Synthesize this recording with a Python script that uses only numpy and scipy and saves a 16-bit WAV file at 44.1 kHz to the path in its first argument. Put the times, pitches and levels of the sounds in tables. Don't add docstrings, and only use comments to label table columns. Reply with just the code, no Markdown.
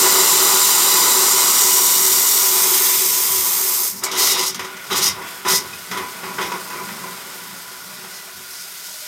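import sys
import numpy as np
from scipy import signal
from scipy.fft import rfft, next_fast_len
from scipy.io import wavfile
from scipy.ndimage import uniform_filter1d

SR = 44100
rng = np.random.default_rng(int(sys.argv[2]) if len(sys.argv) > 2 else 0)


def transcribe(u):
    v = np.clip(np.atleast_2d(u).T, -1, 1)
    q = np.round(v * 32767).astype(np.int16)
    wavfile.write(sys.argv[1], SR, q)


N = 399987
TIME = np.arange(N) / SR
TAPS = 8192
HZ = np.fft.rfftfreq(TAPS, 1 / SR)

# time in seconds, fizz in dB, splashing in dB,
# churn of its remaining air on the basin in dB.
STREAM_LEVELS = [(4.7, -44, -43, -43), (4.8, -44, -43, -44.5), (4.87, -39, -46, -45.5),
                 (5.2, -44, -48, -46.5), (5.28, -38, -38.5, -45), (5.42, -41, -44.5, -44),
                 (5.8, -39, -45, -47), (6.2, -38.5, -46, -39), (6.6, -37.5, -47, -40.5),
                 (6.95, -37.5, -46.5, -40.5), (7.4, -38.5, -45, -44.5), (7.8, -39.5, -49, -48),
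                 (8.1, -39.5, -46.5, -48), (8.38, -40, -48, -51), (8.6, -38, -48, -51.5),
                 (9.07, -37, -48.5, -55)]
# frequency in Hz, width in Hz, level in dB.
BASIN_MODES = [(349, 39, -6.5), (379.5, 22.5, 1.5), (440, 41, -8), (517, 27, -7.5), (683, 64, -12.5),
               (831, 58, -6.5), (892.4, 19, -1.5), (996, 30, 2.5), (1130, 19, -9), (1100, 41, -0.5),
               (1204, 27, -1.5), (1282, 66, -6), (1422, 45, -4.5), (1506, 110, -11.5), (1793, 21, -8),
               (1940, 50, -27.5), (2015, 71, -9.5), (2120, 43, -26.5), (2183, 54, -14), (2495, 81, -16)]
# frequency in Hz, spectral density in dB per Hz.
WET_HISS_COLOUR = [(1000, -57), (1700, -13.5), (1990, 2), (2430, -6.5), (2980, 2), (3810, 3), (4470, -2.5),
                   (5050, 5), (6440, 1), (7990, -6.5), (9370, -3.5), (10700, -8), (12500, -6), (14200, -8),
                   (16000, -18)]
# frequency in Hz, spectral density in dB per Hz.
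SPLASH_COLOUR = [(400, -9), (700, -10), (1400, 4.5), (1680, 7), (2000, 6.5), (2600, 2.5), (3400, 3.5),
                 (5000, -43), (9000, -26)]


def amp(db):
    return 10 ** (np.asarray(db) / 20)


def unit(x):
    return x / np.sqrt(np.mean(x ** 2) + 1e-20)


def read(points, hz=HZ):
    f, value = np.transpose(points)
    return np.interp(np.log(hz + 1), np.log(f), value)


def curves(rows):
    s, *columns = np.transpose(rows)
    return [np.interp(TIME, s, c) for c in columns]


def gate(start, end, fade):
    return np.clip(1 + np.minimum(TIME - start, end - TIME) / fade, 0, 1)


def swell(start, length, rise, fall):
    level = np.zeros(N)
    part = slice(int(start * SR), int((start + length + .5) * SR))
    age = TIME[part] - start
    attack = np.sin(np.pi / 2 * np.clip(age / rise, 0, 1)) ** 2
    level[part] = attack * np.exp(-np.maximum(age - length, 0) / fall)
    return level


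def together(levels):
    return np.sqrt(sum(np.square(level) for level in levels))


def resonances(modes):
    power = 0
    for hz, width, db in modes:
        power = power + amp(db) ** 2 / (1 + ((HZ - hz) / (0.67 * width)) ** 2) ** 1.54
    return np.sqrt(power)


def colour(x, gain):
    log_gain = np.log(np.maximum(gain / gain.max(), 1e-5))
    circle = np.concatenate([log_gain, log_gain[-2:0:-1]])
    spectrum = np.exp(np.conj(signal.hilbert(circle)))
    taps = np.fft.ifft(spectrum).real[:TAPS // 2]
    return signal.oaconvolve(x, taps)[:N]


def in_band(x, band):
    power = abs(rfft(x, next_fast_len(N))) ** 2
    hz = np.linspace(0, SR / 2, len(power))
    inside = (hz > band[0]) & (hz < band[1])
    return unit(x) / np.sqrt(power[inside].sum() / power.sum())


def split(x, hz):
    low = signal.oaconvolve(x, signal.firwin(255, min(hz, SR / 2 - 1), fs=SR), "same")
    return low, x - low


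def flutter(rate_hz, depth_db):
    knots = rng.standard_normal(4096)
    return amp(depth_db * np.interp(TIME * rate_hz, np.arange(len(knots)), knots))


def drops(per_s, spread_db, mist):
    size = amp(spread_db * np.minimum(rng.exponential(1, N), 4)) * rng.choice([-1, 1], N)
    impacts = unit(size * (rng.random(N) < per_s / SR))
    return unit(impacts + mist * rng.standard_normal(N))


def jet(levels, spectrum, spout, ring_db, rough_db):
    hiss_level, top_level, spray_level = levels
    ring = np.sqrt(1 + (amp(ring_db) * resonances(spout)) ** 2)
    ring /= np.sqrt(uniform_filter1d(ring ** 2, size=300))
    noise = colour(drops(4000, 2.8, 2.16) * flutter(260, rough_db), amp(read(spectrum)) * ring)
    spray, rest = split(noise, 4050)
    hiss, top = split(rest, 9800)
    hiss = hiss_level * in_band(hiss, (4000, 9000))
    top = top_level * in_band(top, (11000, 15500))
    spray = amp(-1) * spray_level * in_band(spray, (2000, 4000))
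    return hiss + top + spray


def purge_flow():
    # time in seconds, hiss in dB, top fizz and coarse spray in dB relative to the hiss.
    purge_levels = [(0, -15.5, -3.5, -9), (.6, -15.8, -3, -8.5), (1.45, -16, -3.5, -10),
                    (1.8, -16, -1.5, -11), (2.3, -17, -0.5, -11), (2.55, -18, 0, -10), (2.75, -18, 0.5, -8),
                    (3.05, -20, 1, -9.5), (3.45, -21.5, 2, -9.5), (3.87, -23, 2, -12.5)]
    # time in seconds, drumming on the basin in dB, deep basin modes in dB relative to the drumming.
    mist_levels = [(.05, -21, -4.5), (.3, -24.5, -8), (.5, -22.5, -5.5), (.62, -27, -8.5), (1, -25, -5.5),
                   (1.5, -26, -8.5), (1.75, -29, -5.5), (2.5, -30, -8), (2.67, -29, -4.5),
                   (2.87, -31, -6.5), (3, -34, -3.5), (3.6, -34, -7), (3.86, -37, -4)]
    hiss_db, top_db, spray_db = curves(purge_levels)
    drum_db, body_db = curves(mist_levels)
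    air_end_s, air_choke_s = 3.874, .045
    mist_end_s, mist_choke_s = 3.865, 0.025
    hiss = amp(hiss_db) * np.exp(-np.clip(TIME - air_end_s, 0, 1) / air_choke_s)
    drum = amp(drum_db) * np.exp(-np.clip(TIME - mist_end_s, 0, 1) / mist_choke_s)
    return (hiss, hiss * amp(top_db), hiss * amp(spray_db)), (drum, drum * amp(body_db))


def slug_flow():
    # start in seconds, length in seconds,
    # drumming on the basin in dB, spray at the spout in dB.
    slug_rows = [(4.003, 0.15, -32, -36.5), (4.112, 0.29, -28.5, -26.5), (4.353, 0.12, -33.5, -31),
                 (4.583, 0.092, -41, -44), (4.889, 0.074, -25.5, -25), (4.965, 0.11, -29.5, -27),
                 (5.123, 0.12, -35.5, -53), (5.438, 0.1, -25.5, -27), (5.58, 0.069, -38, -49),
                 (5.9, 0.12, -30.5, -48), (6.216, 0.077, -33, -55), (6.373, 0.094, -29, -38.5),
                 (6.508, 0.049, -32, -42), (6.696, 0.11, -37, -52), (7.006, 0.049, -37.5, -59),
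                 (7.85, 0.18, -49, -52)]
    sag_db_per_s = 5
    drum, spray = np.zeros((2, N))
    for s, length, drum_db, spray_db in slug_rows:
        shape = swell(s, length, rise=0.04, fall=0.038)
        sag_db = sag_db_per_s * np.clip(TIME - s, 0, length)
        drum += (shape * amp(drum_db - sag_db)) ** 2
        spray += (shape * amp(spray_db)) ** 2
    return np.sqrt(drum), np.sqrt(spray)


def blast_flow(slug_spray):
    # start in seconds, length in seconds,
    # rise in seconds, hiss in dB, top fizz in dB relative to the hiss, share of dry air from 0 to 1.
    blast_rows = [(3.949, 0.048, 0.017, -35, -2, 0.5), (4.033, 0.0081, 0.0066, -18.5, -5, .9),
                  (4.162, 0.17, 0.029, -18.5, -4.5, 0.4), (4.362, 0.088, 0.029, -22, -8, 0.14),
                  (4.447, 0.039, 0.018, -22, -5.5, 0.2), (4.948, 0.037, .028, -18, -6, 0.4),
                  (5.007, 0.075, 0.022, -18.5, -7.5, .03), (5.472, 0.1, 0.018, -18, -5.5, 0.2),
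                  (8.08, 0.091, .07, -39, -14, .05), (8.457, 0.17, 0.092, -39, -10, .05),
                  (8.7, 0.34, .2, -41.5, -8, 0.2)]
    dry = np.zeros((3, N))
    wet = np.outer(amp([-1.5, -10, 0]), slug_spray) ** 2
    for s, length, rise, hiss_db, top_db, share in blast_rows:
        band_gains = amp(hiss_db + np.array([0, top_db, -16]))
        power = np.outer(band_gains, swell(s, length, rise, fall=0.016)) ** 2
        share = np.clip(share, 0, 1)
        dry += share * power
        wet += (1 - share) * power
    return np.sqrt(dry), np.sqrt(wet)


def air(purge, dry_blasts, wet_blasts):
    # frequency in Hz, width in Hz, level in dB.
    spout_early = [(3927, 31, 2), (4200, 26, -3), (4850, 36, 1.5), (5900, 48, -9), (6600, 54, -16),
                   (7300, 42, -2), (7100, 190, -1.5), (7620, 54, 2.5), (8190, 25, -15), (8370, 110, -1.5),
                   (9030, 85, -2), (9870, 61, -22)]
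    spout_middle = [(3700, 140, 0), (5820, 180, 1.5), (6670, 140, 2), (7260, 150, -6), (7710, 63, -9),
                    (9150, 27, 5.5), (9530, 62, -5), (11900, 62, 0), (12200, 66, 4), (13400, 53, -4),
                    (13900, 110, -5), (15000, 55, -5)]
    spout_late = [(2040, 140, -15), (3920, 100, -2), (5100, 41, -12), (5850, 54, -8), (6380, 120, -1),
                  (7640, 38, -1), (7500, 61, -5), (8420, 50, 2), (8700, 43, -5), (9400, 71, -3),
                  (10650, 120, 1), (10900, 71, -10), (12240, 140, 5), (12900, 71, 6), (13600, 87, -7),
                  (14800, 47, -3)]
    spout_wet = [(3840, 130, 4), (4350, 25, 10.5), (4960, 98, 3.5), (5140, 140, -3), (5660, 43, 3),
                 (5970, 32, 2), (6554, 33, 8.5), (9200, 39, -8), (9420, 100, 5), (12700, 330, 7)]
    # frequency in Hz, spectral density in dB per Hz.
    hiss_early = [(1000, -52), (1700, -15), (1980, -7), (2410, -15), (3010, -3.5), (3190, -8), (3810, -3),
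                  (4550, -7.5), (4950, -4.5), (6500, -4.5), (7410, -1.5), (10300, -8.5), (12400, -5.5),
                  (13800, -3.5), (16000, -14.5)]
    hiss_middle = [(1000, -45.5), (1700, -18), (1980, -8), (2670, -17), (2900, -4.5), (3160, -10),
                   (3810, -6.5), (5290, -3), (5760, 1), (6200, -2.5), (7480, 2), (10000, -4), (12100, 1),
                   (14400, 2), (16000, -10)]
    hiss_late = [(1000, -50), (1700, -12.5), (2090, -9), (2410, -12.5), (2790, -11), (3340, -8),
                 (4600, -7.5), (4770, -3), (6380, -2), (6940, -1.5), (9640, -2), (10200, -3), (13500, 2.5),
                 (15100, 1), (16000, -26)]
    eased = np.clip((TIME - 1.15) / 0.54, 0, 1)
    spent = np.clip((TIME - 2.35) / 0.29, 0, 1)
    purge = amp(-0.85) * np.array(purge)
    middle_levels = purge * np.sqrt(eased * (1 - spent)) + dry_blasts
    early = jet(purge * np.sqrt(1 - eased), hiss_early, spout_early, ring_db=7.5, rough_db=0.5)
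    middle = jet(middle_levels, hiss_middle, spout_middle, ring_db=0.5, rough_db=1.14)
    late = jet(purge * np.sqrt(spent), hiss_late, spout_late, ring_db=3.0, rough_db=1.1)
    wet = jet(wet_blasts, WET_HISS_COLOUR, spout_wet, ring_db=2.5, rough_db=2.1)
    return early + middle + late + wet


def basin(drum_level, body_level):
    ringing = colour(drops(1500, 3.05, 0.96) * flutter(60, 0.83), resonances(BASIN_MODES))
    body, drum = split(ringing, 607)
    drum = drum_level * in_band(drum, (750, 1350))
    body = body_level * in_band(body, (320, 560))
    return amp(-0.5) * (drum + body)


def splatter(mist, slugs, churn):
    # frequency in Hz, spectral density in dB per Hz.
    splatter_colour = [(80, -60), (180, -30), (270, 0.5), (330, -2.5), (490, 3.5), (590, -3.5), (720, -2),
                       (1000, -0.5), (1450, 0.5), (2100, -0.5), (2700, -3.5), (3600, -13), (6000, -23)]
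    level = together([mist * amp(-10), slugs * amp(-6.5), churn * amp(-1.5)])
    noise = drops(900, 2.7, 0.95) * flutter(70, 1.7)
    return level * unit(colour(noise, amp(read(splatter_colour))))


def spits():
    # time in seconds, hiss in dB,
    # slap on the basin in dB, decay time in seconds.
    spit_rows = [(4.034, -34, -20, 0.0064), (4.114, -20.5, -26, 0.019), (4.544, -22, -28, 0.012),
                 (4.593, -26, -20, 0.024), (4.645, -31, -26, 0.016), (4.768, -33, -30, 0.0081),
                 (4.841, -31.5, -35, 0.0071), (4.866, -36, -50, 0.011), (4.902, -36, -21, 0.047),
                 (5.217, -39, -29, .012), (5.449, -32, -16, 0.056), (5.732, -33, -31, 0.011),
                 (5.912, -26, -17.5, 0.03), (5.972, -26, -22, 0.016), (6.036, -45, -33, .006),
                 (6.233, -39, -21.5, 0.016), (6.383, -31, -16, 0.023), (6.411, -25, -21.5, 0.032),
                 (6.517, -29.5, -16.5, 0.006), (6.702, -51, -26, 0.035), (6.886, -47, -25, 0.018),
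                 (7.036, -58, -37, 0.022), (8.041, -52, -30, .018)]
    hiss_level, slap_level = np.zeros((2, N))
    for s, hiss_db, slap_db, decay in spit_rows:
        part = slice(int(s * SR), int((s + .3) * SR))
        age = np.maximum(TIME[part] - s, 0)
        burst = np.minimum(age / 0.0011, 1) * np.exp(-np.maximum(age - .007, 0) / decay)
        hiss_level[part] += amp(hiss_db) * burst
        slap_level[part] += amp(slap_db) * burst
    hiss = unit(colour(drops(3900, 2.2, 0.94), amp(read(WET_HISS_COLOUR))))
    slap_gain = resonances(BASIN_MODES) + 0.16 * amp(read(SPLASH_COLOUR))
    slap = unit(colour(drops(2500, 1, 1), slap_gain))
    return amp(-3.5) * hiss_level * hiss + amp(-6.5) * slap_level * slap


def churn_flow():
    churn_db = curves(STREAM_LEVELS)[-1]
    build_up = gate(4.1, TIME[-1], .4)
    return amp(churn_db) * flutter(7.6, depth_db=-0.3) * build_up


def bubbles(per_s, low_hz, high_hz, cycles, count=24):
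    t, out = np.arange(2048) / SR, np.zeros(N)
    for hz in np.geomspace(low_hz, high_hz, count):
        life = cycles / hz
        ring = np.exp(-t / life) * np.sin(2 * np.pi * hz * t * (1 + 0.02 * t / life))
        born = rng.random(N) < per_s / count / SR
        births = born * amp(4 * np.minimum(rng.exponential(1, N), 4))
        out += signal.oaconvolve(births, ring)[:N]
    return unit(out)


def stream():
    # frequency in Hz, width in Hz, level in dB.
    stream_modes = [(1990, 41, 12.5), (3770, 61, 2), (4120, 32, 2), (4810, 63, 6.5), (5250, 110, 4),
                    (5720, 54, -8), (6420, 160, 1), (7320, 230, -20.5), (9250, 240, -3)]
    # frequency in Hz, spectral density in dB per Hz.
    fizz_colour = [(1500, -17.5), (2800, -7.5), (4000, -3.5), (5000, -2), (6500, -3.5), (9000, -3),
                   (10800, -5.5), (12800, -2), (14000, -4.5), (15800, -10)]
    fizz_db, splash_db, _ = curves(STREAM_LEVELS)
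    ring = np.sqrt(1 + (amp(-2) * resonances(stream_modes)) ** 2)
    fizz = colour(drops(3500, 3.1, 1.3) * flutter(90, 1.0), amp(read(fizz_colour)) * ring)
    fizz = in_band(fizz, (4000, 15000))
    splash = unit(colour(drops(1200, 2.6, 0.77) * flutter(50, 0.98), amp(read(SPLASH_COLOUR))))
    trapped = amp(-8) * bubbles(400, 598, 4330, cycles=11)
    splash = in_band(splash + trapped, (1800, 3500))
    return (amp(fizz_db + 1.8) * fizz + amp(splash_db + 0.5) * splash) * gate(4.74, TIME[-1], 0.59)


def plops():
    # time in seconds, starting pitch in Hz, level in dB, decay time in seconds.
    plop_rows = [(3.3, 150, -35, 0.014), (3.38, 95, -40, 0.017), (4.064, 2232, -16.5, 0.0054),
                 (5.731, 2510, -24.5, 0.0074), (5.967, 1940, -26, .007), (6.034, 990, -21.5, .015),
                 (6.517, 970, -20, 0.021), (6.56, 1080, -25, .008), (6.914, 212, -33, 0.032),
                 (7.04, 1011, -25, 0.025)]
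    out, t = np.zeros(N), np.arange(SR // 5) / SR
    for s, hz, db, decay in plop_rows:
        tone = np.sin(2 * np.pi * hz * t * (1 + 0.0043 * t / decay))
        ring = tone * np.exp(-t / decay) * (1 - np.exp(-t / 0.0012))
        out[int(s * SR):][:len(t)] += amp(db) * ring
    return out


def drain():
    # time in seconds, level in dB.
    drain_levels = [(4.2, -60), (4.75, -41.5), (5.5, -44), (6.5, -41), (7.3, -43.5), (8.2, -45.5),
                    (8.6, -46.5), (9.07, -48)]
    level_db, = curves(drain_levels)
    hollow = resonances([(1423, 39, 3), (1490, 58, -2), (683, 82, -14.0), (440, 35, -15)])
    ring = unit(colour(drops(900, 2.2, 0.98), hollow))
    return amp(level_db) * ring * gate(4.32, TIME[-1], .2)


def low_end(mist, slugs, churn):
    # start in seconds, length in seconds, gurgle in dB, rumble in dB.
    gurgle_rows = [(2.95, 0.54, -58, -56.5), (3.854, 0.16, -45, -57), (4.48, 0.15, -45, -55),
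                   (4.88, .17, -41, -55), (5.05, 0.07, -43, -45), (5.14, .09, -45, -58),
                   (5.433, 0.13, -40, -55), (5.618, 0.16, -49, -53), (5.885, .13, -40.5, -57),
                   (6.206, .36, -44.5, -60), (6.72, .4, -44, -66), (7.15, 0.55, -52.5, -70),
                   (7.78, .25, -49, -73), (8.317, 0.06, -52, -61)]
    # frequency in Hz, width in Hz, level in dB.
    gurgle_modes = [(142, 14, -4), (183, 28, 1.5), (231, 32, -3.5)]
    # frequency in Hz, spectral density in dB per Hz.
    rattle_colour = [(60, -30), (120, -24.5), (155, -4), (190, -1), (215, -2), (235, -2), (270, -2.5),
                     (300, -16), (420, -33.5)]
    rumble_colour = [(20, -11), (40, -11), (58, -8), (78, 5), (108, 7.5), (150, -15), (260, -38)]
    rattle_levels = [mist * amp(-18), slugs * amp(-18.5)]
    gurgle_levels = [churn * amp(-9.5)]
    rumble_levels = [mist * amp(-33.5), slugs * amp(-28.5), churn * amp(-34)]
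    for s, length, gurgle_db, rumble_db in gurgle_rows:
        shape = swell(s, length, rise=0.036, fall=.04)
        gurgle_levels.append(amp(gurgle_db) * shape)
        rumble_levels.append(amp(rumble_db) * shape)
    rattle = in_band(colour(drops(150, 1.25, 1.0), amp(read(rattle_colour))), (130, 280))
    gurgle = unit(colour(drops(120, 2.3, 0.62), resonances(gurgle_modes)))
    rumble = in_band(colour(drops(80, 4, 0.51), amp(read(rumble_colour))), (40, 120))
    pitched = together(rattle_levels) * rattle + together(gurgle_levels) * gurgle
    return pitched + amp(0.5) * together(rumble_levels) * rumble


def bowl(x):
    # frequency in Hz, width in Hz, gain in dB (negative where echoes cancel the direct sound).
    echo_notches = [(258, 9.9, -4.5), (310, 7.8, -2.5), (1700, 47, -4), (2420, 40, -3), (2800, 38, -3.5),
                    (3560, 75, 1.5), (4520, 63, 0.5), (10150, 350, -0.5)]
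    gain_db = sum(db / (1 + (2 * (HZ - hz) / width) ** 2) for hz, width, db in echo_notches)
    return amp(0.34) * colour(x, amp(gain_db))


def bathroom(x):
    # frequency in Hz, time to decay by 60 dB in seconds.
    decay_times = [(200, 0.4), (2000, 0.26), (8000, 0.12), (16000, 0.047)]
    taps = rng.standard_normal(SR // 2) * (rng.random(SR // 2) < 3000 / SR)
    taps[:int(.003 * SR)] = 0
    hz, t, z = signal.stft(taps, SR, nperseg=256)
    decay = amp(-60 * t / read(decay_times, hz)[:, None])
    tail = signal.istft(z * decay, SR, nperseg=256)[1]
    return signal.oaconvolve(x, tail / np.linalg.norm(tail))[:N]


def scene():
    purge, (mist, mist_body) = purge_flow()
    slugs, spray = slug_flow()
    churn = churn_flow()
    drum_level = together([mist, slugs, churn])
    body_level = together([mist_body, slugs * amp(-6), churn * amp(-7.5)])
    tap = air(purge, *blast_flow(spray)) + spits() + stream()
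    water = basin(drum_level, body_level) + splatter(mist, slugs, churn) + plops()
    near = bowl(tap + water + drain() + low_end(mist, slugs, churn))
    low, high = split(near, 2030)
    mix = near + bathroom(amp(-13.5) * low + amp(-7) * high)
    return np.array([mix, mix])


def record(dry):
    low_cut_hz, treble_edge_hz, ceiling = 66, 16000, .98
    low_cut = signal.butter(4, low_cut_hz, "high", fs=SR, output="sos")
    thin = signal.sosfilt(low_cut, amp(0.78) * dry)
    rounded = thin / (1 + (thin / ceiling) ** 8) ** (1 / 8)
    treble_cut = signal.firwin(511, treble_edge_hz, window=("kaiser", 9), fs=SR)
    return signal.oaconvolve(rounded, treble_cut[None], "same")


dry = scene()
out = record(dry)
transcribe(out)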